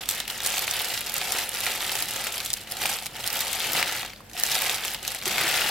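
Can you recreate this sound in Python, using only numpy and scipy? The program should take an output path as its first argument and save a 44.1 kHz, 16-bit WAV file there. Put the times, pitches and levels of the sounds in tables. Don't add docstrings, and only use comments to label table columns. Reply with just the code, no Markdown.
import sys
import numpy as np
from scipy import signal
from scipy.fft import rfft, irfft, next_fast_len
from scipy.io import wavfile
from scipy.ndimage import uniform_filter1d

SR = 44100
rng = np.random.default_rng(int(sys.argv[2]) if len(sys.argv) > 2 else 0)


def int16_out(signal):
    q = np.round(np.clip(np.atleast_2d(signal).T, -1, 1) * 32767)
    wavfile.write(sys.argv[1], SR, q.astype(np.int16))


def gain_from_db(level_db):
    decades = np.asarray(level_db, float) / 20
    return 10 ** decades


N = 251652
SIDES = np.array([[0.5], [-0.5]])

# (frequency [Hz], level [dB per Hz])
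AIR_COLOUR = [(20, -30), (50, -19.5), (100, -6.5), (200, -13), (400, -15.5), (800, -17), (1150, -26),
              (1700, -22), (3000, -42), (8000, -48), (16000, -45)]
AIR_DB = -48.5
# (pitch [Hz], pitch waver [share], level [dB])
APPLIANCES = [
    (46.7, 0.021, -56),
    (122.1, 0.027, -63.5),
    (218.7, 0.023, -58.5),
]

# (full-effort start [s], hold [s], effort [dB], glove crumple against effort [dB])
STROKES = [(-0.018, 0.029, -36.5, -3.5), (0.119, 0.014, -32.5, -1), (0.177, 0.005, -33, -7.5),
           (0.307, 0.0055, -33, -3), (0.373, 0.011, -37, -4), (0.445, 0.19, -31, -1.0),
           (0.698, 0.28, -32, -2), (1.072, 0.006, -33.5, -2), (1.154, 0.023, -32.5, 0),
           (1.244, 0.2, -34, 1.5), (1.543, 0.21, -33, -1), (1.812, 0.22, -32, -1.8), (2.107, 0.17, -33, -2),
           (2.338, 0.13, -36.5, -1), (2.507, 0.12, -43.5, -3), (2.705, 0.052, -38, -3.5),
           (2.821, 0.12, -31.5, 0.2), (3.044, 0.005, -42.5, 2), (3.157, 0.047, -38, -5.5),
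           (3.258, 0.0092, -32, -1), (3.339, 0.24, -32, -3), (3.621, 0.15, -30.5, -3.2),
           (3.775, 0.018, -24.5, -8.5), (3.87, 0.13, -31.5, -5), (4.388, 0.16, -32.5, -0.2),
           (4.522, 0.22, -29.5, -2), (4.832, 0.098, -34, -1.8), (5.056, 0.1, -36, -3.5),
           (5.273, 0.12, -29, -3), (5.404, 0.367, -26, -7)]
# (start [s], hold [s], effort [dB])
CRUNCHES = [
    (0.448, .01, -36),
    (0.76, 0.013, -34),
    (1.204, 0.0091, -35.5),
    (1.353, 0.028, -31),
    (1.672, 0.011, -29.5),
    (2.82, 0.008, -37),
    (5.554, 0.035, -32),
]
RISE_DB_PER_S, SAG_DB_PER_S, FALL_DB_PER_S, FILM_FALL_DB_PER_S, REST_DB = 308, 0.5, 118.5, 213, -59
# (time [s], left-right balance [dB])
HANDS = [
    (0.0, -1),
    (0.17, -0.5),
    (3.39, -0.5),
    (3.54, 2),
    (4.66, -1),
    (5.71, 2),
]

# (time [s], jump [dB])
SLIPS = [(0.012, 3.5), (0.087, 3), (0.107, 5), (0.2, 9.5), (0.277, 8), (0.297, 10), (0.402, 1),
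         (0.458, 5), (0.47, -1), (0.501, -1), (0.537, 3.5), (0.569, 7), (0.579, 3.5), (0.591, 5),
         (0.619, 7), (0.636, 6), (0.677, 9.5), (0.709, 1.5), (0.735, 3), (0.805, 7.5), (0.842, 3.5),
         (0.896, 3), (0.937, 5.5), (0.973, 3), (1.007, 10), (1.093, 3.0), (1.139, -3), (1.16, 3.0),
         (1.211, 11), (1.294, 1), (1.319, 3.0), (1.383, 6.5), (1.449, -2), (1.569, -1), (1.632, 7.5),
         (1.664, 7.5), (1.714, 0), (1.749, 5), (1.806, 0), (1.89, 5.5), (1.916, 9), (1.951, 4.5),
         (1.987, 6.5), (2.001, 4.0), (2.023, 6), (2.084, 9), (2.157, 7.5), (2.201, 2), (2.267, 7),
         (2.338, 4), (2.379, 6.5), (2.401, 10), (2.447, 2), (2.458, -2), (2.503, 4.5), (2.53, 5),
         (2.568, 11), (2.67, 11), (2.766, 7),
         (2.852, 7.4), (2.891, 4.5), (2.984, 5), (3.023, 6), (3.059, 8.5), (3.158, 3.5), (3.198, 5.8),
              (3.277, 2.7), (3.358, 2.2), (3.405, 5.7), (3.415, 2.4), (3.528, 2.1), (3.546, 3.7),
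              (3.6, 4.0), (3.644, 2.2), (3.695, 1.3), (3.75, 1.9), (3.765, 1.5), (3.794, 2.0), (3.825, 1.3),
              (3.885, 4.1), (3.919, 4.9), (3.95, 2.1), (4.059, 4.5), (4.099, 5.0), (4.132, 4.4), (4.374, 3),
              (4.396, 2.1), (4.433, 1.5), (4.45, 5.5), (4.485, 5.3), (4.515, 4.4), (4.55, 6.6),
              (4.573, 3.1), (4.618, 2.1), (4.661, 2.6), (4.694, 4.8), (4.712, 1.8), (4.782, 4.9),
              (4.836, 3.3), (4.848, 4.8), (4.876, 5.1), (4.945, 8), (5.026, 12), (5.078, 2.8), (5.115, 7.4),
              (5.145, 3), (5.184, 7.1), (5.221, 11), (5.265, 3.5), (5.31, 3.5), (5.378, 2.2), (5.408, 1.9),
              (5.469, 2), (5.488, 6.6), (5.51, 2.5), (5.584, 1.2), (5.616, 2.2), (5.669, 4.4),
         (4.018, 5),
    (4.029, 11),
    (4.047, 17),
    (4.075, 8),
    (4.16, 3),
    (4.204, 0),
    (4.296, 4),
    (4.313, 1),
    (4.331, 6),
]
SLIP_RISE_S, SLIP_FADE_S, SLIP_SHARE, STRAY_SLIP_SHARE = 0.0018, 0.0056, 0.86, 0.31
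LOOSE_DB, LOOSE_RANGE_DB = -29.5, 1.5

# (frequency [Hz], level [dB])
LEAF_COLOUR = [(800, -2), (1100, -10), (1400, -8.5), (1900, -4.5), (2600, -4), (3600, -2.5), (5000, -4),
               (7500, -3), (12000, -5)]
# (time [s], centre [Hz])
LEAF_SIZE = [(0.0, 3160), (0.16, 3230), (1.76, 2700), (1.97, 3140), (2.34, 2580), (2.49, 3570),
             (2.54, 2950), (3.42, 2680), (3.5, 3400), (3.96, 2300), (4.16, 3000), (4.21, 2350),
             (4.56, 3360), (4.62, 2590), (5.32, 3200), (5.39, 2230), (5.59, 2200), (5.71, 2760)]
SIZE_WIDTH_HZ, SIZE_DB = 2150, -1
# (time [s], peak [dB], pitch [Hz])
STEM_TICKS = [(0.0887, -16, 3910), (0.2014, -15, 3450), (0.2778, -23, 3120), (0.4025, -16, 3660),
              (0.6784, -21, 2900), (0.9747, -15, 3360), (1.6646, -16, 2370), (1.8048, -19, 3530),
              (1.8931, -16, 2970), (1.9525, -14, 3170), (2.2677, -16, 2880), (2.37, -19, 3190),
              (2.4019, -22, 3420), (2.5027, -19, 3790), (2.8355, -17, 2610), (2.8549, -13, 2320),
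              (2.8918, -19, 2890), (3.0584, -23, 3360), (3.7514, -16, 2140), (3.8262, -8, 2260),
              (4.366, -22, 2590), (4.4867, -17, 2240), (4.5506, -17, 3600), (4.6613, -15, 2720),
              (4.6942, -14, 2620), (5.0489, -18, 2520), (5.2555, -16, 3250), (5.3083, -18, 3500),
              (5.3807, -14, 2290), (5.6166, -13, 2650)]
# (time [s], peak [dB],
# pitch [Hz])
LEAF_TICKS = [(0.0343, -23, 3190), (0.5392, -16, 2390), (0.5686, -16, 2750), (0.7966, -15, 3630),
              (1.2057, -19, 3850), (2.3804, -20, 3140), (2.4593, -15, 4020), (2.5641, -25, 2620),
              (2.7686, -21, 3560), (2.9866, -21, 3940), (3.0014, -26, 4220), (3.0644, -26, 2280),
              (3.1592, -27, 2890), (3.241, -18, 3400), (3.6027, -16, 3340), (3.6456, -16, 2450),
              (3.9509, -20, 2100), (4.1011, -26, 4300), (4.133, -28, 2160), (4.1335, -29, 4500),
              (4.096, -31, 5200), (4.204, -36, 1100), (4.313, -36, 1800), (4.1609, -33, 4500),
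              (4.2966, -36, 2560), (4.8364, -17, 3490), (4.8484, -20, 2590), (5.0769, -17, 4300),
              (5.1178, -18, 4200), (5.1472, -21, 2270), (5.1856, -24, 4140), (5.2235, -26, 2270),
              (5.4705, -16, 2230), (5.5857, -12, 2220),
              (0.0563, -29.0, 3220.0), (0.1367, -22.0, 4190.0), (0.2535, -29.0, 2820.0), (0.3, -23.0, 3040.0),
          (0.4606, -18.0, 4320.0), (0.6205, -19.0, 3810.0), (0.7365, -19.0, 4190.0),
          (0.8035, -18.0, 3220.0), (0.8434, -23.0, 4720.0), (0.9276, -21.0, 1990.0),
          (0.9401, -21.0, 2950.0), (1.0405, -23.0, 3890.0), (1.1552, -18.0, 2870.0),
          (1.3622, -19.0, 2800.0), (1.4185, -22.0, 4230.0), (1.5702, -20.0, 4760.0),
          (1.6103, -22.0, 4500.0), (1.647, -21.0, 4640.0), (1.7151, -21.0, 2750.0), (1.9747, -22.0, 2630.0),
          (2.0025, -21.0, 3260.0), (2.0788, -24.0, 3890.0), (2.1725, -22.0, 2400.0),
          (2.2574, -23.0, 4470.0), (2.5307, -23.0, 5140.0), (2.5827, -31.0, 4660.0),
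          (2.9131, -20.0, 3680.0), (3.0223, -28.0, 4180.0), (3.302, -18.0, 4290.0), (3.3574, -20.0, 3200.0),
          (3.5728, -24.0, 4500.0), (3.6962, -21.0, 4380.0), (4.06, -25.0, 4210.0), (4.398, -23.0, 4530.0),
          (4.41, -23.0, 4460.0), (4.4348, -23.0, 4550.0), (4.4511, -20.0, 4130.0), (4.6193, -20.0, 2750.0),
          (4.6326, -19.0, 4470.0), (4.6784, -19.0, 3370.0), (4.784, -21.0, 2690.0), (4.9455, -22.0, 3210.0),
          (5.214, -24.0, 4160.0), (5.5133, -18.0, 2540.0), (5.7006, -15.0, 3390.0)]
ONSET_DELAY_S = 0.0012

# (frequency [Hz], level [dB])
FILM_COLOUR = [(2000, 0), (4000, 3.5), (6000, 3.5), (9000, 2.5), (12500, 4), (15000, -2), (17000, -15)]
# (time [s], peak [dB], film pitch [Hz],
# left-right balance [dB])
FILM_SNAPS = [(0.0742, -28, 9410, -1.0), (0.0877, -7, 12600, -0.5), (0.089, -8, 8000, 0.0),
              (0.4614, -7, 9530, 1.0), (0.6709, -15, 9450, -4.0), (0.7362, -14, 13300, 0.0),
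              (1.0071, -13, 11100, -0.5), (1.1403, -10, 12700, -2.5), (1.3204, -7, 6860, 0.0),
              (1.491, -12, 11300, 1.0), (1.6038, -11, 10400, 2.0), (2.0832, -16, 10700, 0.5),
              (2.3231, -15, 8040, 0.0), (2.5022, -11, 7660, -3.0), (2.5306, -9, 10300, 0.5),
              (3.0579, -19, 8990, 0.5), (3.2745, -8, 10200, -5.0), (3.3288, -14, 12500, -1.5),
              (3.4052, -10, 14000, -1.5), (3.5294, -8, 7890, 2.5), (3.5972, -15, 10500, 2.0),
              (3.7319, -11, 12300, 3.0), (4.3979, -13, 12000, 1.0), (4.4353, -10, 13400, -1.0),
              (4.5501, -14, 6870, 0.0), (4.6194, -9, 11800, 1.5), (5.028, -22, 12300, -0.5),
              (5.0769, -10, 6070, -1.5), (5.1467, -12, 9840, 2.0), (5.255, -10, 6180, 1.5),
              (5.4789, -15, 7950, 1.5), (5.488, -11, 8000, 0.0), (2.712, -19, 9000, 0.0),
              (0.0564, -24, 8100, -4.0), (0.0976, -15, 7800, -2.0), (0.1085, -15, 8370, 2.0),
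           (0.1998, -20, 6880, 3.0), (0.2773, -19, 5210, 5.0), (0.3089, -18, 8590, 3.0),
           (0.4715, -7, 9740, -3.0), (0.5796, -12, 7410, -1.0), (0.5913, -13, 12490, -2.0),
           (0.7105, -12, 9600, -1.0), (0.7911, -15, 14150, -5.0), (0.8166, -12, 12400, -1.0),
           (0.8848, -15, 11650, -2.0), (1.0956, -17, 10990, -1.0), (1.1197, -15, 10990, -2.0),
           (1.18, -15, 12450, -5.0), (1.647, -13, 8930, -5.0), (1.6576, -12, 10610, -2.0),
           (1.9526, -13, 6680, 5.0), (2.0012, -15, 9510, 1.0), (2.0231, -14, 10820, 2.0),
           (2.0558, -17, 11020, 0.0), (2.2685, -17, 8270, 5.0), (2.4489, -16, 11380, -2.0),
           (2.4593, -13, 7880, -3.0), (2.5374, -14, 10330, 3.0), (2.5711, -24, 6220, 3.0),
           (2.7201, -16, 10410, 1.0), (2.768, -19, 7830, -4.0), (2.8917, -16, 8030, 4.0),
           (3.0642, -20, 8920, 3.0), (3.3019, -14, 5660, -5.0), (3.3551, -15, 13500, -3.0),
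           (3.4182, -12, 7250, -4.0), (3.9624, -18, 11750, 0.0), (4.0197, -19, 6330, 5.0),
           (4.06, -25, 6730, 2.0), (4.758, -17, 8640, -4.0), (4.8488, -16, 9690, 4.0),
           (4.8782, -18, 5700, -4.0), (4.936, -16, 11670, -1.0), (5.1175, -20, 5360, -3.0),
           (5.4109, -14, 10540, 2.0), (5.6051, -15, 10460, -1.0), (5.6914, -14, 10070, 5.0)]
CREASE_HZ, STRAY_CREASES_PER_S, STRAY_CREASE_DB = 7870, 5, 16
SNAP_TILT_DB_PER_OCT = -3

# (frequency [Hz], width [Hz], level [dB])
HOLLOW = [
    (364, 78, -15),
    (547, 36, -4.5),
    (759, 88, 2.5),
    (864, 46, 2.5),
    (1293, 270, -2.5),
]
# (time [s], bowl rub against effort [dB])
DEPTH = [(0.0, -9.5), (0.12, -14), (0.42, -11), (1.0, -11.5), (1.3, -7.5), (1.7, -11), (2.3, -10),
         (2.55, -12.5), (2.85, -7.5), (3.1, -9), (3.3, -10.5), (3.75, -10.5), (4.1, -12.5), (4.4, -15.5),
         (4.6, -9.5), (5.1, -12), (5.4, -11), (5.71, -12.5)]
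# (time [s], peak [dB], pitch [Hz])
KNOCKS = [(1.197, -27.5, 789), (2.73, -29, 750), (2.755, -30, 760), (2.85, -17.5, 820), (2.913, -21.5, 813),
          (3.255, -29, 757), (3.75, -20.5, 855), (4.028, -33, 730), (4.35, -26, 720), (4.564, -21, 750),
          (4.693, -22.5, 754), (5.267, -21, 372), (5.347, -19, 730), (5.441, -25, 337), (5.641, -21, 884)]
# (start [s], hold [s], level [dB])
SHOVES = [
    (1.2, .02, -58),
    (1.65, 0.028, -49),
    (2.0, 0.025, -44),
    (2.83, 0.026, -39),
    (3.69, 0.02, -39),
    (3.76, 0.029, -37),
    (4.47, .05, -58),
    (5.28, 0.093, -38.5),
    (5.43, 0.13, -40),
    (5.62, .08, -42),
]
PRESS_SHARE, PRESS_DB = 0.53, -32.5
SHIFT_PER_S = 1.707

# (frequency [Hz], level [dB])
MIC_RESPONSE = [(20, 2), (40, -2), (15800, -1.08), (17000, -26)]
START_S, EDGE_HZ = 0.008, 15950


def evened(x):
    return x / np.sqrt(np.mean(x ** 2) + 1e-20)


def read(points, hz):
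    f, value = np.transpose(points)
    return np.interp(np.log(hz + 1), np.log(f + 1), value)


def curve(table, column):
    rows = np.array(table)
    return np.interp(np.arange(N) / SR, rows[:, 0], rows[:, column])


def colour(x, points):
    size = next_fast_len(x.shape[-1])
    gain = gain_from_db(read(points, np.fft.rfftfreq(size, 1 / SR)))
    return irfft(rfft(x, size) * gain, size)[..., :x.shape[-1]]


def fading(kicks, fade_s):
    return signal.lfilter([1], [1, -np.exp(-1 / (fade_s * SR))], kicks)


def hum(hz, waver, db):
    smooth = uniform_filter1d(uniform_filter1d(rng.standard_normal((2, N)), 1500), 1500)
    drift, strength = evened(smooth[0]), evened(smooth[1])
    phase = 2 * np.pi * np.cumsum(hz * (1 + waver * drift)) / SR
    return gain_from_db(db + 2.1 * strength) * np.sqrt(2) * np.sin(phase)


def kitchen():
    middle, side = rng.standard_normal((2, N))
    side = colour(side, [(40, -31), (300, -8.0), (1500, -4), (5000, 15), (16000, -4)])
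    air = evened(colour(np.array([middle + side, middle - side]), AIR_COLOUR))
    return gain_from_db(AIR_DB) * air + sum(hum(*row) for row in APPLIANCES)


def swell(rows, fall_db_per_s):
    start, hold, db = np.transpose(rows)[:, :, None]
    coarse = np.arange(0, N + 64, 64)
    t = coarse / SR - start
    rise = RISE_DB_PER_S * np.minimum(t, 0)
    sag = SAG_DB_PER_S * np.clip(t, 0, hold)
    fall = fall_db_per_s * np.maximum(t - hold, 0)
    power = (gain_from_db(db + rise - sag - fall) ** 2).sum(0) + gain_from_db(REST_DB) ** 2
    return np.interp(np.arange(N), coarse, 10 * np.log10(power))


def effort():
    return swell([row[:3] for row in STROKES] + CRUNCHES, FALL_DB_PER_S)


def jerks(per_s, fade_s):
    kicks = rng.exponential(1, N) * np.clip((per_s / SR - rng.random(N)) * 3000, 0, 1)
    saw = fading(kicks, fade_s)
    return np.minimum(evened(saw - saw.mean()), 1.8)


def grip():
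    kicks = np.zeros(N)
    for s, db in SLIPS:
        kicks[round(s * SR)] = db
    quick = np.exp(-1 / (SLIP_RISE_S * SR))
    saw = signal.lfilter([1 - quick], [1, -quick], fading(kicks, SLIP_FADE_S))
    loose = np.clip((LOOSE_DB - effort()) / LOOSE_RANGE_DB, 0.3, 1.3)
    slip = SLIP_SHARE * saw + STRAY_SLIP_SHARE * loose * jerks(78, 0.012)
    return slip - uniform_filter1d(slip, size=2600)


def placed(grain, lag_us, pan_db):
    hz = np.fft.rfftfreq(len(grain), 1 / SR)
    turns = SIDES * lag_us * 1e-6 * 5000 * np.tanh(hz / 5000) + hz * 8 / SR
    return irfft(rfft(grain) * np.exp(-2j * np.pi * turns), len(grain)) * gain_from_db(SIDES * pan_db)


def burst(hz, cycles, rough, noise):
    t = np.arange(len(noise)) / SR
    ring = (np.sin(2 * np.pi * hz * t) + rough * noise) * np.exp(-t * hz / cycles)
    ring = signal.lfilter(*signal.butter(2, min(0.36 * hz, 9000), "high", fs=SR), ring)
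    return ring / abs(ring).max()


def snapped(hz, cycles, rough, noise, lag_us, pan_db):
    pair = placed(burst(hz, cycles, rough, noise), lag_us, pan_db)
    return pair / abs(pair.mean(0)).max()


def grains(lo_hz, hi_hz, cycles, rough, per_s, spread_db, lag_us, count):
    size = gain_from_db(spread_db * np.minimum(rng.exponential(1, N), 3.1))
    size = size * rng.choice([-1, 1], N) * np.clip((per_s / SR - rng.random(N)) * 300, 0, 1)
    patch, out = rng.integers(0, count, N), np.zeros((2, N))
    for k, hz in enumerate(np.geomspace(lo_hz, hi_hz, count)):
        grain = burst(hz, cycles, rough, rng.standard_normal(256))
        lag = (-1) ** k * lag_us * rng.uniform(0.3, 1.47)
        grain = placed(grain / np.linalg.norm(grain), lag, 0.48 * rng.standard_normal())
        out += signal.oaconvolve((size * (patch == k))[None], grain, axes=1)[:, :N]
    return out


def add(mix, s, sound):
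    part = mix[:, round(s * SR) - 8:][:, :sound.shape[1]]
    part += sound[:, :part.shape[1]]


def settling(events, kick_db, fade_s):
    kicks = np.zeros(N)
    for s, db, *_ in events:
        kicks[round((s + ONSET_DELAY_S) * SR)] = gain_from_db(db + kick_db)
    return 1 + fading(kicks / gain_from_db(effort() + 27.5), fade_s)


def resonate(x, hz, width):
    r = np.exp(-np.pi * width / SR)
    return signal.lfilter([1 - r, 0, r - 1], [1, -2 * r * np.cos(2 * np.pi * hz / SR), r * r], x)


def follow(x, hz, width):
    turn, r = np.exp(2j * np.pi * np.cumsum(hz) / SR), np.exp(-np.pi * width / SR)
    return 2 * (turn * signal.lfilter([1 - r], [1, -r], x / turn)).real


def leaves(slip):
    rustle = grains(1195, 5370, cycles=1.8, rough=0.36, per_s=2904, spread_db=2.0, lag_us=31, count=16)
    rustle = rustle * gain_from_db(1.44 * slip) * settling(STEM_TICKS, kick_db=16.5, fade_s=0.0015)
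    rustle = evened(colour(rustle, LEAF_COLOUR))
    level = effort()
    heavy = gain_from_db(3.6 * (level + 26) - 13.5) * resonate(rustle, 1300, 590)
    sized = gain_from_db(SIZE_DB) * follow(rustle, curve(LEAF_SIZE, 1), SIZE_WIDTH_HZ)
    out = gain_from_db(level - 3.0) * (rustle + heavy + sized)
    clear = STEM_TICKS + LEAF_TICKS
    for (s, db, hz), noise in zip(clear, rng.standard_normal((len(clear), 512))):
        tick = snapped(hz, 2.1, 0.35, noise, lag_us=30 * noise[0], pan_db=1.5 * noise[1])
        add(out, s + ONSET_DELAY_S, gain_from_db(db + 2.5) * tick)
    return out


def glove(slip):
    folds = FILM_SNAPS
    crackle = grains(3930, 18050, cycles=3.8, rough=1.16, per_s=2730, spread_db=6.0, lag_us=46.0, count=16)
    crackle = crackle * gain_from_db(2.1 * slip + 3.4 * jerks(141, 0.0011))
    crackle = crackle * settling(folds, kick_db=0, fade_s=0.006)
    strays = grains(7500, 12000, cycles=3.8, rough=0.67, per_s=STRAY_CREASES_PER_S, spread_db=0.0,
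                    lag_us=24, count=2)
    crumple = swell([(s, hold, db + film_db) for s, hold, db, film_db in STROKES], FILM_FALL_DB_PER_S)
    film = evened(colour(crackle, FILM_COLOUR)) + gain_from_db(STRAY_CREASE_DB + 23) * strays
    out = gain_from_db(crumple + 3.1) * film
    for (s, db, hz, pan_db), noise in zip(folds, rng.standard_normal((len(folds), 512))):
        snap = snapped(hz, 3.2, 1.0, noise, lag_us=40 * noise[0], pan_db=pan_db)
        tilt_db = SNAP_TILT_DB_PER_OCT * np.log2(CREASE_HZ / hz)
        add(out, s + ONSET_DELAY_S, gain_from_db(db + 1.5 + tilt_db) * snap)
    return out


def bowl(slip):
    scuffs = grains(310, 1300, cycles=1.0, rough=0.75, per_s=800, spread_db=-1.5, lag_us=82, count=6)
    scuffs = scuffs * gain_from_db(1.46 * slip)
    hollow = sum(gain_from_db(db) * resonate(scuffs, hz, width) for hz, width, db in HOLLOW)
    hollow = hollow + gain_from_db(-16.5) * scuffs
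    hollow = colour(hollow, [(150, -24), (400, 3.5), (900, -0.5), (1100, 2.0), (1400, 1.0), (3000, -47)])
    rub = effort() + curve(DEPTH, 1)
    out = gain_from_db(rub + 2.37) * evened(hollow)

    t = np.arange(8192) / SR
    for s, db, hz in KNOCKS:
        decay = gain_from_db(db - 1.5 - 60 * t / 0.041 * hz / 760)
        ring = np.sin(2 * np.pi * hz * t) * decay * (1 - np.exp(-t / 0.0018))
        add(out, s, np.array([ring, ring]))

    push = colour(rng.standard_normal((2, N)), [(50, -11), (110, 3.0), (220, -1.5), (380, -4.0), (600, -18.5)])
    press = gain_from_db(PRESS_SHARE * rub + PRESS_DB)
    shove = gain_from_db(swell(SHOVES, FALL_DB_PER_S) - 2.5)
    return out + np.hypot(press, shove) * evened(push[0] + 0.024 * push)


def walls(x, t60):
    t = np.arange(6000) / SR
    signs = rng.choice([-1., 1.], (2, len(t)))
    sparse = rng.random((2, len(t))) < 0.07
    middle, side = signs * sparse * gain_from_db(-60 * t / t60) * (t > 0.0008)
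    side = signal.lfilter(*signal.butter(1, 2500, "high", fs=SR), side)
    tail = np.array([middle + side, middle - side]) / np.linalg.norm(middle + side)
    return signal.oaconvolve(x.mean(0)[None], tail, axes=1)[:, :N]


def scene():
    slip = grip()
    hands = (leaves(slip) + glove(slip)) * gain_from_db(curve(HANDS, 1) * SIDES)
    turn = 2 * np.pi * SHIFT_PER_S * np.arange(N) / SR
    echo = walls(hands * np.cos(turn), t60=0.017) + walls(hands * np.sin(turn), t60=0.097)
    return hands + gain_from_db(-9.0) * echo + bowl(slip) + kitchen()


def low_pass(x):
    return signal.sosfilt(signal.butter(12, 16970, fs=SR, output="sos"), x)


def record(dry):
    x = colour(dry, MIC_RESPONSE)
    top = signal.oaconvolve(x, signal.firwin(401, EDGE_HZ, pass_zero=False, fs=SR)[None], "same")
    power = (top ** 2).mean(0)
    sudden = uniform_filter1d(power, 90) > 18 * uniform_filter1d(power, 2200)
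    kept = np.clip(uniform_filter1d(sudden * 8., 300), 0, 1)
    fade_in = np.clip((np.arange(N) / SR - START_S) / 0.0015, 0, 1)
    return low_pass((x - top * (1 - kept)) * fade_in)


dry = scene()
out = record(dry)
int16_out(out)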